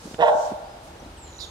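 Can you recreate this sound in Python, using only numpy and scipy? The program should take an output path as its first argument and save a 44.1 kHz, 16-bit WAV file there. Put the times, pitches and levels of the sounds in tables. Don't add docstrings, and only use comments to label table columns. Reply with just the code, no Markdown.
import sys
import numpy as np
from scipy import signal
from scipy.fft import rfft, irfft, next_fast_len
from scipy.io import wavfile
from scipy.ndimage import map_coordinates

SR = 44100
rng = np.random.default_rng(int(sys.argv[2]) if len(sys.argv) > 2 else 0)


def inscribe(sig):
    pcm = np.round(np.clip(np.atleast_2d(sig).T, -1, 1) * 32767)
    wavfile.write(sys.argv[1], SR, pcm.astype(np.int16))


N = 66150
T = np.arange(N) / SR


def amp(db):
    return 10 ** (np.asarray(db) / 20)


def unit(x):
    return x / np.sqrt(np.mean(x ** 2) + 1e-20)


def along(points, hz):
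    f, values = np.transpose(points)
    return np.interp(np.log(hz + 1), np.log(f + 1), values)


def gesture(rows):
    s, hz, db = np.transpose(rows)
    return np.interp(T, s, hz), amp(np.interp(T, s, db)) * (T >= s[0]) * (T <= s[-1])


def wobble(rate):
    return map_coordinates(rng.standard_normal(2048), [T * rate], mode="wrap")


def phase(hz):
    return 2 * np.pi * np.cumsum(hz) / SR


def filtered(x, response):
    size = next_fast_len(N + SR // 2)
    return irfft(rfft(x, size) * response(np.fft.rfftfreq(size, 1 / SR)), size)[..., :N]


def panned(x, left_db):
    return x * amp(np.array([[left_db], [-left_db]]) / 2)


def lagged(x, lag_s):
    return filtered(x, lambda f: np.exp(1j * np.pi * f * lag_s * np.array([[-1], [1]])))


def noise(colour, likeness):
    def shares(f):
        turn = np.arccos(np.clip(along(likeness, f), -1, 1)) / 2
        return amp(along(colour, f)) * [np.cos(turn), np.sin(turn)]
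    mid, side = filtered(rng.standard_normal((2, N)), shares)
    return unit(np.array([mid + side, mid - side]))


# f/Hz, relative level/dB
AIR_COLOUR = [(18, -35), (30, -3.5), (69, -1), (213, -10), (332, -8.5), (505, -10.5), (607, -8.5),
              (673, -12), (922, -9), (997, -12.5), (1510, -15.5), (1920, -19), (3680, -22), (9690, -31),
              (15500, -43)]
# f/Hz, likeness/0-1
NOISE_LIKENESS = [(60, .98), (250, 0.92), (600, 0.87), (1500, 0.067), (6000, 0.046)]
def outdoor_air():
    level_db = -45.5 + .25 * wobble(4.47)
    return amp(level_db) * lagged(noise(AIR_COLOUR, NOISE_LIKENESS), lag_s=-.00017)


# middle t/s, half length/s, centre f/Hz, width/octaves, level/dB
RUSTLE_SWISHES = [(0.083, .11, 5500, 0.83, -48.5), (0.286, .03, 8000, .3, -54),
                  (0.418, 0.073, 6260, 0.34, -46), (0.463, 0.1, 4500, 1.14, -49.5),
                  (0.846, 0.015, 9500, 0.29, -58.5), (0.872, 0.045, 5500, 1.1, -56)]
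def rustle():
    out = np.zeros((2, N))
    for s, half, centre, octaves, db in RUSTLE_SWISHES:
        band = lambda f: np.exp(-(np.log2((f + 1) / centre) / octaves) ** 2)
        lows = lambda f: amp(-9) / (1 + (f / centre) ** 2)
        hiss = unit(filtered(noise([(1, 0)], NOISE_LIKENESS), lambda f: band(f) + lows(f)))
        out += amp(db + wobble(250)) * np.exp(-((T - s) / half) ** 2) * hiss
    return panned(out, left_db=-3)


# t/s, f/Hz, level/dB
SOFT_BUMPS = [(0.058, 240, -30.5), (.078, 302, -32), (.115, 242, -32), (0.144, 188, -34.5),
              (0.352, 276, -32), (.522, 223, -24.5), (1.031, 223, -36), (1.064, 237, -37.5)]
# f/Hz, relative level/dB
SCUFF_TONE = [(80, -10), (300, 0), (900, -11), (2500, -32), (10000, -55)]
def bumps(thud_s=.0029, scuff_s=.009, scuff_db=-8):
    scuff = amp(scuff_db) * noise(SCUFF_TONE, NOISE_LIKENESS)
    out = np.zeros((2, N))
    for s, hz, db in SOFT_BUMPS:
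        t = T - s
        thud = -np.sin(2 * np.pi * hz * t) * np.exp(-(t / thud_s) ** 2)
        out += amp(db) * (thud + scuff * np.exp(-np.abs(t) / scuff_s))
    return out


# f/Hz, relative level/dB
CRACKLE_TONE = [(500, 0), (3400, 0), (5000, -12), (9000, -22), (15000, -36)]
def crackle(start_s=.1442, fade_s=.018, top_hz=4800):
    gain = amp(-31 - 60 * np.abs(T - start_s) / fade_s) * (T >= start_s)
    burst = gain * noise(CRACKLE_TONE, NOISE_LIKENESS)
    dulled = filtered(burst, lambda f: 1 / np.sqrt(1 + (f / top_hz) ** 6))
    return panned(dulled, left_db=-3)


def throat(x, resonances, low_cut_hz):
    def response(f):
        peaks = sum((-1) ** k * amp(db) * 1j * f * width / (hz * hz - f * f + 1j * f * width)
                    for k, (hz, width, db) in enumerate(resonances))
        return peaks * f ** 4 / (f ** 4 + low_cut_hz ** 4)
    return unit(filtered(x, response))


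# t/s, f/Hz, level/dB
BARK_SHAPE = [(.178, 163.2, -54), (.186, 158.5, -26.5), (.203, 162.6, -17.5), (.212, 169.1, -14.5),
              (.226, 226.8, -14), (.238, 233.6, -15.5), (.26, 220.4, -20), (.292, 203.9, -16),
              (.305, 201, -24.5), (.34, 174.7, -35)]
# f/Hz, width/Hz, relative level/dB
MOUTH_SHUT = [(158, 47, -7.5), (490, 59, 10), (705, 450, -8.5), (1600, 170, -36)]
# f/Hz, width/Hz, relative level/dB
MOUTH_OPEN = [(482.6, 40.5, -6.5), (657, 71, -0.5), (844, 86, -6.5), (941, 61, -2), (1131, 34, -13.5),
              (1371, 53, -22.5), (1900, 250, -20.5), (2480, 140, -25.5), (3604, 470, -29.5),
              (5070, 230, -41), (8200, 2100, -51)]
def dog(half_open_s=.2035, opening_s=.072, rasp_share=.36, bright_hz=1550):
    pitch, effort = gesture(BARK_SHAPE)
    angle = phase(pitch * (1 + .034 * wobble(150.3)) * (effort > 0))
    puffs = np.diff(np.floor(angle / (2 * np.pi)), prepend=0)
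    puffs = unit(puffs * amp(3 * wobble(199.9)))
    rasp = unit(rng.standard_normal(N) * (1 + np.cos(angle)) * (effort > 0))
    mouth = np.clip((T - half_open_s) / opening_s + .5, 0, 1) * np.pi / 2
    wide, shut = effort * np.sin(mouth), effort * np.cos(mouth)
    lows = lambda f: 1 / (1 + (f / bright_hz) ** 4)
    low = filtered((np.sqrt(1 - rasp_share) * puffs + np.sqrt(rasp_share) * rasp) * wide, lows)
    high = filtered(rasp * wide * (effort / effort.max()) ** .48, lambda f: 1 - lows(f))
    open_voice = throat(low + high, MOUTH_OPEN, low_cut_hz=BARK_OPEN_CUT_HZ) * wide.std()
    shut_voice = throat(puffs * shut, MOUTH_SHUT, low_cut_hz=BARK_SHUT_CUT_HZ) * shut.std()
    return open_voice + amp(-2) * shut_voice


# f/Hz, likeness/0-1
ECHO_LIKENESS = [(200, .95), (600, 0.42), (1000, 0.18), (3000, 0.097)]
def echo(x, fade_times, delay_s=.011, rise_s=.027):
    hz, t, bands = signal.stft(noise([(1, 0)], ECHO_LIKENESS), SR, nperseg=256)
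    fade = amp(-60 * t / along(fade_times, hz)[:, None])
    tail = signal.istft(bands * fade, SR, nperseg=256)[1][:, :N]
    tail *= np.clip((T - delay_s) / rise_s, 0, 1)
    return unit(signal.fftconvolve(x[None], tail, axes=1)[:, :N]) * x.std()


# f/Hz, relative level/dB
ECHO_TONE = [(150, -11), (350, -4), (480, -2.5), (600, 5), (680, -6), (800, 10), (950, -7.5), (1500, -1),
             (2000, -26.5), (4000, 7.5)]
# f/Hz, t/s
ECHO_FADE = [(200, 0.49), (480, 0.88), (650, 0.82), (900, 0.72), (1500, 1), (3500, 0.16), (9000, 0.297)]
def surroundings(bark, dull_hz=6540, ring_hz=605, ring_fade_s=.65, roll_fade_s=2.9):
    bark = filtered(bark, lambda f: 1 / np.sqrt(1 + (f / dull_hz) ** 4))
    thrown = filtered(bark, lambda f: amp(along(ECHO_TONE, f)))
    _, effort = gesture(BARK_SHAPE)
    held = signal.fftconvolve(effort, amp(-60 * T / ring_fade_s) * (T > .011))[:N]
    note = amp(.82 * wobble(23.8)) * np.sin(2 * np.pi * ring_hz * T + .5 * wobble(19.7))
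    ring = amp(-5.5) * bark.std() * unit(held * note)
    wash = amp(1) * echo(thrown, ECHO_FADE)
    roll = amp(-15.5) * echo(thrown, [(1, roll_fade_s)])
    direct = panned(lagged(bark, lag_s=.00021), left_db=-5.5)
    return direct + panned(lagged(wash + ring + roll, lag_s=-.00025), left_db=.4)


# f/Hz, level/dB
MOTOR_NOTES = [(54, -51), (75, -52), (343, -56)]
def motor(start_s=.62, rise_s=.67):
    hum = np.zeros(N)
    for hz, db in MOTOR_NOTES:
        gain = np.sqrt(2) * amp(db + 1.3 * wobble(7.87))
        hum += gain * np.sin(2 * np.pi * hz * T + 1.12 * wobble(10.25))
    return hum * np.clip((T - start_s) / rise_s, 0, 1)


# t/s, length/s, start f/Hz, end f/Hz, level/dB
FAR_CHIRPS = [(.635, .05, 4500, 4900, -58), (.68, .08, 5150, 4900, -59), (.995, .018, 5900, 6100, -53),
              (1.042, .02, 4400, 3700, -53), (1.165, .02, 3400, 2700, -53), (1.24, .08, 4150, 4050, -56),
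              (1.268, .022, 3600, 2600, -52)]
def far_birds(echo_fade_s=.2):
    calls = np.zeros(N)
    for s, length, start_hz, end_hz, db in FAR_CHIRPS:
        progress = np.clip((T - s) / length, 0, 1)
        hz = (start_hz + (end_hz - start_hz) * progress) * (1 + .025 * wobble(700))
        calls += amp(db) * np.sin(np.pi * progress) * np.sin(phase(hz))
    return calls + amp(-4.5) * echo(calls, [(1, echo_fade_s)])


# t/s, f/Hz, level/dB
WHISTLE_SHAPE = [(1.16, 8150, -68), (1.185, 8140, -54.5), (1.22, 7700, -57), (1.235, 7490, -47),
                 (1.265, 7090, -55), (1.32, 6900, -56.5), (1.39, 6980, -55.5), (1.44, 6920, -50),
                 (1.5, 6330, -59)]
def bird_whistle(flutter=.018):
    hz, gain = gesture(WHISTLE_SHAPE)
    gain *= np.sqrt(2) * amp(1.1 * wobble(200))
    return gain * np.sin(phase(hz * (1 + flutter * wobble(900))))


# t/s, f/Hz, level/dB
TICK_NOTES = [(1.279, 6000, -55), (1.306, 6000, -52), (1.322, 5970, -53), (1.33, 3920, -50),
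              (1.337, 6130, -48), (1.345, 3920, -47), (1.353, 5990, -49), (1.362, 3850, -47.5),
              (1.369, 6030, -46), (1.3846, 6030, -41), (1.391, 4030, -38), (1.397, 4930, -41)]
def bird_ticks(half_length_s=.0017, climb_hz_per_s=90000):
    out = np.zeros(N)
    for s, hz, db in TICK_NOTES:
        t = T - s
        chirp = np.sin(2 * np.pi * t * (hz + climb_hz_per_s * t / 2))
        out += amp(db) * np.exp(-(t / half_length_s) ** 2) * chirp
    return out


# t/s, centre f/Hz, level/dB
BUZZ_SHAPE = [(1.399, 4500, -46.5), (1.408, 4450, -39.5), (1.43, 4054, -41), (1.437, 3590, -40.5),
              (1.446, 3670, -41.5), (1.456, 3180, -52)]
# f/Hz, relative level/dB
RASP_TONE = [(3000, -33), (4300, -8), (5000, -2), (5450, 0.5), (5900, 3), (6350, -3), (6900, -9),
             (8000, -11), (10500, -14), (11500, -10), (12800, -31)]
def bird_buzz(trill_hz=215, calm_s=1.441, calming_s=.013):
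    hz, gain = gesture(BUZZ_SHAPE)
    beat = phase(trill_hz * (1 + .04 * wobble(110)) * (gain > 0))
    trill = np.clip((calm_s - T) / calming_s, .15, 1)
    hz *= 1 + .14 * trill * np.sin(beat) + .0286 * wobble(900)
    gain *= 1 + .55 * trill * np.cos(beat + .5)
    rasp = amp(-10) * noise(RASP_TONE, NOISE_LIKENESS)[0]
    return gain * (np.sqrt(2) * np.sin(phase(hz)) + rasp)


def small_bird(echo_fade_s=.2):
    whistle = bird_whistle()
    chatter = bird_ticks() + bird_buzz()
    direct = panned(whistle, left_db=-2) + panned(lagged(chatter, lag_s=.00018), left_db=-13.5)
    return direct + amp(-6) * echo(whistle + chatter, [(1, echo_fade_s)])


def scene():
    animals = surroundings(dog()) + small_bird() + far_birds()
    close_by = bumps() + crackle() + rustle()
    return animals + close_by + motor() + outdoor_air()


def record(dry, low_cut_hz=24, top_hz=15700):
    return filtered(dry, lambda f: (f < top_hz) * f ** 4 / (f ** 4 + low_cut_hz ** 4))


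BARK_OPEN_CUT_HZ, BARK_SHUT_CUT_HZ = 394, 69

dry = scene()
out = record(dry)
inscribe(out)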